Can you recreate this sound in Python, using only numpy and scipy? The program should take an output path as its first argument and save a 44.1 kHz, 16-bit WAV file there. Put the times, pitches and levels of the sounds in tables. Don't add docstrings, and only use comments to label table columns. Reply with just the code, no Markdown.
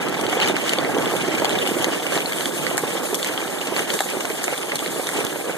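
import sys
import numpy as np
from scipy import signal
from scipy.fft import rfft, irfft, next_fast_len
from scipy.io import wavfile
from scipy.ndimage import uniform_filter1d, minimum_filter1d, map_coordinates

SR = 44100
rng = np.random.default_rng(int(sys.argv[2]) if len(sys.argv) > 2 else 0)


def wav_out(sig):
    wavfile.write(sys.argv[1], SR, np.round(np.clip(np.atleast_2d(sig).T, -1, 1) * 32767).astype(np.int16))


N = 245637

# (time [s], roof [dB], bodywork [dB], fine ice [dB])
SHOWER = [(0.0, -25.5, -28, -40.5), (0.26, -24, -26.5, -43), (0.53, -26, -29.5, -43), (0.82, -25, -29, -39),
          (1.349, -24, -25.5, -37.5), (1.66, -25, -25, -37.5), (2.079, -27.5, -30.5, -39),
          (2.34, -27, -30, -34.5), (3.24, -28.5, -30.5, -36.5), (4.55, -29, -29.5, -37.5),
          (5.01, -29.5, -31, -35.5), (5.57, -29.5, -34, -39.5)]
# (middle [s], length [s], roof rise [dB], bodywork rise [dB], fine ice rise [dB])
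FLURRIES = [(0.341, 0.088, -0.5, 2.5, 8.5), (0.467, 0.16, 2.5, 6.5, 5), (0.68, 0.21, -1.5, 6.5, 2),
            (1.79, 0.31, 2.5, 0.5, 2), (2.154, 0.1, 3, 7.5, 5), (3.789, 0.095, 4, 6.5, 7),
            (3.937, 0.13, 3.5, 5, 5), (4.024, 0.13, -4, -3.5, 3.5), (5.186, 0.14, 4, 6, 2.5)]
# (time [s], crack level [dB], pitch [Hz], splinter level [dB])
CLACKS = [(0.0174, -27, 3500, -49), (0.085, -20, 3260, -32), (0.212, -24, 3120, -27.5),
          (0.2657, -14.5, 3180, -36), (0.297, -19, 2930, -31), (0.3778, -18, 3410, -42),
          (0.4008, -11, 3000, -28.5), (0.4132, -16.5, 4200, -34), (0.4307, -14, 3200, -44),
          (0.4751, -8.5, 3000, -27), (0.485, -17, 2920, -25), (0.5662, -10, 1800, -27),
          (0.6931, -8.5, 3060, -23), (0.728, -17, 3130, -34), (0.7344, -9, 2900, -23),
          (0.7857, -11, 3480, -38), (0.8476, -12.5, 1320, -52), (0.9843, -18, 3270, -32),
          (1.0235, -18, 2000, -42), (1.0577, -14, 3500, -35), (1.0753, -17, 3000, -37),
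          (1.166, -16, 3550, -28), (1.398, -15, 3250, -32), (1.4462, -5, 1620, -23), (1.454, -9, 3340, -32),
          (1.4938, -15.5, 3440, -27), (1.5876, -15, 3640, -37), (1.663, -13, 3560, -37),
          (1.674, -12, 3000, -38), (1.681, -20, 3080, -34), (1.8436, -6.5, 2080, -22),
          (2.0665, -14, 2980, -33), (2.1324, -17, 3050, -40), (2.176, -13, 1740, -33),
          (2.205, -16, 3360, -34), (2.2586, -16, 4380, -41), (2.3219, -14.5, 2270, -44),
          (2.332, -17, 3250, -44), (2.385, -16, 3280, -39), (2.4077, -14, 3100, -44),
          (2.4566, -12, 3370, -28), (2.6668, -10, 2240, -36), (2.779, -10, 1800, -18),
          (2.9216, -20, 3370, -40), (3.145, -14.5, 3450, -18), (3.2287, -12.5, 3560, -29),
          (3.246, -15, 2170, -25), (3.3765, -12, 3300, -39), (3.479, -20, 3000, -45),
          (3.614, -17, 2970, -44), (3.6714, -18.5, 3170, -29), (3.764, -12, 1760, -34),
          (3.7918, -13.5, 1650, -31), (3.903, -12.5, 3270, -40), (3.939, -19, 2750, -21),
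          (3.9903, -11, 2780, -30), (4.0058, -7.5, 1530, -21.5), (4.1268, -21, 3160, -48),
          (4.2078, -16, 1500, -28.5), (4.253, -16, 2230, -30), (4.3008, -18, 1330, -38),
          (4.384, -26, 3420, -40), (4.4411, -19, 1820, -20), (4.48, -10.5, 1240, -36),
          (4.578, -19, 3430, -30), (4.6307, -20.5, 3180, -42), (4.719, -13, 2100, -45),
          (4.7567, -20, 4330, -21), (4.7913, -16, 3400, -33), (4.8611, -12.5, 2600, -40),
          (4.8773, -20, 3300, -40), (5.0699, -16.5, 3780, -25), (5.09, -14.5, 2020, -28),
          (5.2674, -17, 3570, -33), (5.4554, -27, 3330, -45)]
# (time [s], peak level [dB], pitch [Hz])
THUMPS = [(0.327, -14, 738), (0.369, -11.5, 476), (0.498, -8, 373), (0.54, -13.5, 374), (0.783, -12.5, 534),
          (0.966, -13, 524), (0.983, -8.5, 323), (1.136, -13, 393), (1.15, -13.5, 530), (1.238, -15.5, 370),
          (1.283, -11.5, 382), (1.34, -12, 337), (1.42, -10.5, 623), (1.573, -14.5, 413),
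          (1.662, -16.5, 510), (1.689, -12, 350), (1.741, -19, 463), (1.768, -13, 374), (1.801, -16, 300),
          (1.869, -10, 342), (1.882, -16, 424), (2.165, -11.5, 443), (2.177, -19, 647), (2.405, -23, 412),
          (2.467, -16, 326), (2.712, -13, 647), (2.745, -13.5, 374), (2.835, -9, 440), (3.128, -12.5, 420),
          (3.295, -18.5, 460), (3.67, -17.5, 470), (3.722, -13.5, 400), (3.752, -20, 510),
          (3.803, -18, 433), (4.003, -18.5, 780), (4.169, -12.5, 372), (4.248, -18, 702), (4.304, -16, 430),
          (4.479, -15.5, 697), (4.525, -12.5, 510), (4.822, -16.5, 420), (4.96, -17, 437),
          (4.996, -13.5, 517), (5.166, -19, 496), (5.187, -14, 448), (5.206, -16.5, 450),
          (5.357, -17.5, 554), (5.494, -14, 497)]
# (time [s], peak level [dB], pitch [Hz])
CHIPS = [(0.095, -22.5, 9500), (0.342, -29, 9800), (0.3535, -23, 10000), (1.6745, -18, 7400),
         (1.8256, -19, 11200), (1.905, -29, 8400), (2.6675, -24, 11800), (2.7714, -16, 9000),
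         (3.1516, -14, 10400), (3.1545, -20, 11000), (3.2724, -16, 10800), (3.7757, -31, 9000),
         (4.1012, -16, 6650), (4.2067, -24, 8000), (4.433, -16, 8500), (4.4395, -21, 9400),
         (4.445, -18, 8000), (4.756, -18, 10000), (5.3128, -27, 13000)]
# (multiple of its pitch [ratio], level [dB], t60 [s])
PATCH_MODES = [(1.001, 2.5, 0.033), (1.55, -6, 0.043), (2.2, -8.5, 0.029)]

# (frequency [Hz], density [dB])
ROOF_SPECTRUM = [(25, -34), (60, -28), (98, -32), (130, -13.5), (175, -3), (225, -6.5), (300, -1), (410, 0),
                 (600, -2.5), (850, -6.5), (1300, -8.5), (2500, -9), (6000, -65)]
# (frequency [Hz], density [dB])
BOOM_SPECTRUM = [(25, -17), (60, -15), (95, -8), (150, 0), (260, -8), (600, -22), (2000, -71)]
# (frequency [Hz], density [dB])
BODYWORK_SPECTRUM = [(150, -16), (500, -9), (750, -2), (1100, -4.5), (1500, -5), (2100, 1), (3000, 3),
                     (3500, -1), (4100, -8.5), (5300, -7), (8000, -10.5), (14000, -40)]
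# (frequency [Hz], density [dB])
ICE_SPECTRUM = [(1500, -40.5), (3500, 5), (4600, -2.5), (5400, -6.5), (7000, 0), (8500, 2), (10500, -1.5),
                (14000, -2.5)]
# (frequency [Hz], density [dB])
GLASS_SPECTRUM = [(400, -26), (1400, -9), (2100, -3.5), (3300, -3), (4500, 2), (5500, -25), (8000, -7),
                  (14000, -30)]
# (frequency [Hz], density [dB])
KNOCK_SPECTRUM = [(60, -60), (300, 12), (750, 12.5), (1500, 15), (2200, 28.5), (4000, -23)]
# (frequency [Hz], density [dB])
SPLINTER_SPECTRUM = [(1500, -1), (4000, -8), (5500, 3), (7000, 8.5), (9500, 4.5), (14000, -5)]
# (frequency [Hz], density [dB])
CASE_SPECTRUM = [(300, -8), (1500, 1), (3500, -9), (7000, 4), (12000, -3), (14000, -9), (16000, -40)]
# (frequency [Hz], left minus right [dB])
ROOF_BALANCE = [(120, -1), (220, -1.5), (310, -4), (520, -5.5), (800, -8.5), (1200, 5.5)]
# (frequency [Hz], share [gain])
CROSS_FEED = [(50, 0.87), (130, 0.31), (300, 0.044), (550, 0.072), (1250, 0.78), (2200, 1), (3000, 1),
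              (3900, 0.7), (4500, 0.26), (5200, 0.4), (7000, 0.23), (14000, 0.28)]

CAPSULE_DELAY_S, TOP_HZ = 17 / 44100, 13950
ROOF_TRIM_DB, BODYWORK_TRIM_DB, ICE_TRIM_DB = -1.5, -2, 3.5
UNEVEN_DB, UNEVEN_KNOTS_PER_S = 0.95, 7
BOOM_DB, BOOM_GROWTH = -16.5, 1.68
THUMP_TRIM_DB, CHIP_TRIM_DB, SPLINTER_TRIM_DB = -2.5, 0.5, 10
CHIP_BAND_FACTOR = 2.5
REFERENCE_HZ, KNOCK_DB, KNOCK_DB_PER_OCTAVE = 1780, -5.5, 15
PING_DB, PING_DB_PER_OCTAVE = -9.5, 9
CONTACT_EDGE_FACTOR = 1.2
FRAGMENT_FLIGHT_S, FRAGMENT_DB = 0.0088, -14
BUMP_S, BUMP_DB, BUMP_HZ, BUMP_T60_S, BUMP_CLICK_DB = 5.2494, -19, 290, 0.0067, -11


def amp(db):
    return 10 ** (np.asarray(db) / 20)


def unit(x):
    return x / np.sqrt(np.mean(x ** 2) + 1e-20)


def peak_one(x):
    power = uniform_filter1d(np.mean(x ** 2, 0), size=44)
    return x / np.sqrt(2 * power.max())


def along(points, hz):
    f, v = np.transpose(points)
    return np.interp(np.log(hz + 1), np.log(f), v)


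def filtered(x, response):
    n = x.shape[-1]
    m = next_fast_len(n + 8192)
    hz = np.fft.rfftfreq(m, 1 / SR)
    return irfft(rfft(x, m) * response(hz), m)[..., :n]


def coloured(x, spectrum, size=4096):
    gain = amp(along(spectrum, np.fft.rfftfreq(size, 1 / SR)))
    cepstrum = irfft(np.log(gain))
    cepstrum[1:size // 2] *= 2
    cepstrum[size // 2 + 1:] = 0
    kernel = irfft(np.exp(rfft(cepstrum)))
    return signal.oaconvolve(x, kernel[None], axes=1)[:, :x.shape[1]]


def softened(x, edge_hz):
    b, a = signal.butter(2, min(edge_hz, SR / 3), fs=SR)
    return signal.lfilter(b, a, x)


def sides(pan_db):
    return amp(np.array([pan_db, -pan_db]).reshape(2, -1) / 2)


def add(track, time_s, sound):
    part = track[:, max(round(time_s * SR), 0):][:, :sound.shape[1]]
    part += sound[:, :part.shape[1]]


def wobble(knots_per_s):
    knots = rng.standard_normal(256)
    return map_coordinates(knots, [np.arange(N) * knots_per_s / SR], mode="mirror")


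def impact(pitch_hz, tone_db, ring_t60_s, cabin_db, cabin_t60_s, lead_ms, click_db=-12, size=6000):
    t = np.arange(size) / SR
    attack = 1 - np.exp(-t / (0.047 * ring_t60_s))
    dying = amp(-60 * t / ring_t60_s) * attack
    click = unit(1.0 * (t == 0))
    noise = unit(rng.standard_normal(size) * dying)
    ping = unit(np.sin(2 * np.pi * pitch_hz * t) * dying)
    burst = unit(amp(click_db) * click + noise + amp(tone_db) * ping)
    lead_s = np.clip(rng.normal(lead_ms, 0.13) / 1000, -CAPSULE_DELAY_S, CAPSULE_DELAY_S)
    lag = int(lead_s * SR)
    direct = np.array([np.pad(burst, (max(d, 0), 0))[:size] for d in (-lag, lag)])
    echoes = rng.standard_normal((2, size)) * amp(-60 * t / cabin_t60_s) * (1 - np.exp(-t / 0.005))
    cabin = unit(signal.fftconvolve(echoes, burst[None], axes=1)[:, :size])
    return direct + amp(cabin_db) * cabin


def pelting(rate_per_s, spread_db, pitch_hz, octaves, count=48, **spot):
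    out = np.zeros((2, N))
    stones_per_spot = int(rate_per_s * N / SR / count)
    for pitch in pitch_hz * 2 ** np.linspace(-octaves, octaves, count):
        when, size = rng.random((stones_per_spot, 2)).T
        weight = amp(spread_db * size ** 3)
        blows = np.bincount((when * N).astype(int), weight, N)
        out += signal.oaconvolve(blows[None], impact(pitch, **spot), axes=1)[:, :N]
    return out


def strength():
    t = np.arange(N) / SR
    s, roof_db, body_db, ice_db = np.transpose(SHOWER)
    parts = [roof_db + ROOF_TRIM_DB, body_db + BODYWORK_TRIM_DB, ice_db + ICE_TRIM_DB]
    level_db = np.array([np.interp(t, s, db) + UNEVEN_DB * wobble(UNEVEN_KNOTS_PER_S) for db in parts])
    for middle, length, *rise_db in FLURRIES:
        swell = np.cos(np.pi * np.clip((t - middle) / length, -.5, .5))
        level_db += np.outer(rise_db, swell)
    return amp(level_db)


def bump():
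    t = np.maximum(np.arange(N) / SR - BUMP_S, 0)
    push = amp(BUMP_DB - 60 * t / BUMP_T60_S) * np.sin(2 * np.pi * BUMP_HZ * t)
    out = sides(-25) * push
    click = impact(9000, tone_db=-25, ring_t60_s=0.0043, click_db=5,
                   cabin_db=-14, cabin_t60_s=0.02, lead_ms=0.1)
    add(out, BUMP_S, amp(BUMP_CLICK_DB) * peak_one(coloured(click, CASE_SPECTRUM)))
    return out


def boom(on_roof):
    stones = pelting(rate_per_s=300, spread_db=6, pitch_hz=138, octaves=0.73, count=24, tone_db=-15.0,
                     ring_t60_s=0.031, cabin_db=-2.5, cabin_t60_s=0.048, lead_ms=0.091)
    growth = (on_roof / on_roof.mean()) ** BOOM_GROWTH
    return amp(BOOM_DB) * on_roof * growth * unit(coloured(stones, BOOM_SPECTRUM))


def fine_ice():
    stones = pelting(rate_per_s=2400, spread_db=25.5, pitch_hz=7980, octaves=0.65, count=72, tone_db=-6,
                     ring_t60_s=0.0053, cabin_db=5.0, cabin_t60_s=0.12, lead_ms=0.41)
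    return amp(0.74) * unit(coloured(stones, ICE_SPECTRUM))


def bodywork():
    stones = pelting(rate_per_s=340, click_db=-2.5, spread_db=12.0, pitch_hz=1730, octaves=1.3, tone_db=-6.0,
                     ring_t60_s=0.0065, cabin_db=2.5, cabin_t60_s=0.043, lead_ms=.12)
    return unit(coloured(stones, BODYWORK_SPECTRUM))


def roof():
    stones = pelting(rate_per_s=700, spread_db=7, pitch_hz=585.3, octaves=1.542, tone_db=-8,
                     ring_t60_s=0.013, cabin_db=0.5, cabin_t60_s=0.042, lead_ms=0.079)
    return amp(1.0) * unit(coloured(stones, ROOF_SPECTRUM))


def chips():
    out = np.zeros((2, N))
    for s, db, hz in CHIPS:
        tick = impact(hz, tone_db=-27, ring_t60_s=0.004, click_db=2,
                      cabin_db=-5, cabin_t60_s=0.014, lead_ms=0.35)
        edges_hz = [hz / CHIP_BAND_FACTOR, min(hz * CHIP_BAND_FACTOR, SR / 2.5)]
        b, a = signal.butter(1, edges_hz, "bandpass", fs=SR)
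        tick = softened(signal.lfilter(b, a, tick), TOP_HZ)
        add(out, s, amp(db + CHIP_TRIM_DB) * peak_one(tick))
    return out


def thumps(size=6000):
    out, t = np.zeros((2, N)), np.arange(size) / SR
    for s, db, hz in THUMPS:
        modes = np.zeros(size)
        for multiple, level_db, t60_s in PATCH_MODES:
            mode_hz = hz * multiple ** rng.normal(1, 0.18)
            modes += np.sin(2 * np.pi * mode_hz * t) * amp(level_db - 60 * t / t60_s)
        swing = modes * (1 - np.exp(-t / 0.00048)) ** 2
        panel = impact(hz * 2, tone_db=-20.5, ring_t60_s=0.013, cabin_db=2, cabin_t60_s=0.071, lead_ms=0.43)
        panel = peak_one(coloured(panel, ROOF_SPECTRUM))
        add(out, s, amp(db + THUMP_TRIM_DB) * (swing / np.abs(swing).max() + amp(-8.0) * panel))
    return out


def clacks():
    out = np.zeros((2, N))
    for s, db, hz, splinter_db in CLACKS:
        octaves = np.log2(hz / REFERENCE_HZ)
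        ping_db = PING_DB + PING_DB_PER_OCTAVE * octaves
        knock_db = KNOCK_DB - KNOCK_DB_PER_OCTAVE * octaves
        crack = impact(hz, tone_db=ping_db, ring_t60_s=0.007, click_db=3.5,
                       cabin_db=-8.5, cabin_t60_s=0.05, lead_ms=0.13)
        crack = softened(coloured(crack, GLASS_SPECTRUM), CONTACT_EDGE_FACTOR * hz)
        knock = impact(hz / 2, tone_db=0.5, ring_t60_s=0.0061, cabin_db=-2.0, cabin_t60_s=0.12, lead_ms=0.2)
        knock = coloured(knock, KNOCK_SPECTRUM)
        snap = impact(hz * 2, tone_db=-26, ring_t60_s=0.0058, click_db=-0.5,
                      cabin_db=-5, cabin_t60_s=0.02, lead_ms=.2)
        snap = coloured(snap, SPLINTER_SPECTRUM)
        fragments = impact(hz * 3, tone_db=-13, ring_t60_s=0.0024, cabin_db=5, cabin_t60_s=0.02, lead_ms=0.15)
        fragments = coloured(fragments, SPLINTER_SPECTRUM)
        blow = peak_one(peak_one(crack) + amp(knock_db) * peak_one(knock))
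        ice = amp(splinter_db + SPLINTER_TRIM_DB)
        add(out, s, amp(db) * blow + ice * peak_one(snap))
        landing_s = s + FRAGMENT_FLIGHT_S * rng.uniform(0.45, 1.4)
        add(out, landing_s, ice * amp(FRAGMENT_DB) * peak_one(fragments))
    return out


def scene():
    on_roof, on_body, of_ice = strength()
    overhead = on_roof * roof() + boom(on_roof) + thumps()
    overhead = filtered(overhead, lambda hz: sides(along(ROOF_BALANCE, hz)))
    return overhead + on_body * bodywork() + of_ice * fine_ice() + clacks() + chips() + bump()


def gain_control(x, threshold_db, slope, size=1100):
    power = np.abs(uniform_filter1d(np.mean(x ** 2, 0), size=130))
    level_db = 10 * np.log10(power + 1e-12)
    duck_db = minimum_filter1d(-slope * np.maximum(level_db - threshold_db, 0), size)
    smooth_db = uniform_filter1d(duck_db, size // 4)
    late_db = np.pad(smooth_db, (size * 3 // 4, 0))[:N]
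    return x * amp(late_db)


def record(dry):
    def share(hz):
        return np.clip(along(CROSS_FEED, hz), 0, 1)

    even = filtered(dry, lambda hz: 1 / np.sqrt(1 + share(hz) ** 2))
    crossed = filtered(even[::-1], lambda hz: share(hz) * np.exp(-2j * np.pi * hz * CAPSULE_DELAY_S))
    held = gain_control(even - crossed, threshold_db=-13.5, slope=1.0)
    rounded = held / (1 + (held / .9) ** 4) ** .25
    return filtered(rounded, lambda hz: hz < TOP_HZ)


dry = scene()
out = record(dry)
wav_out(out)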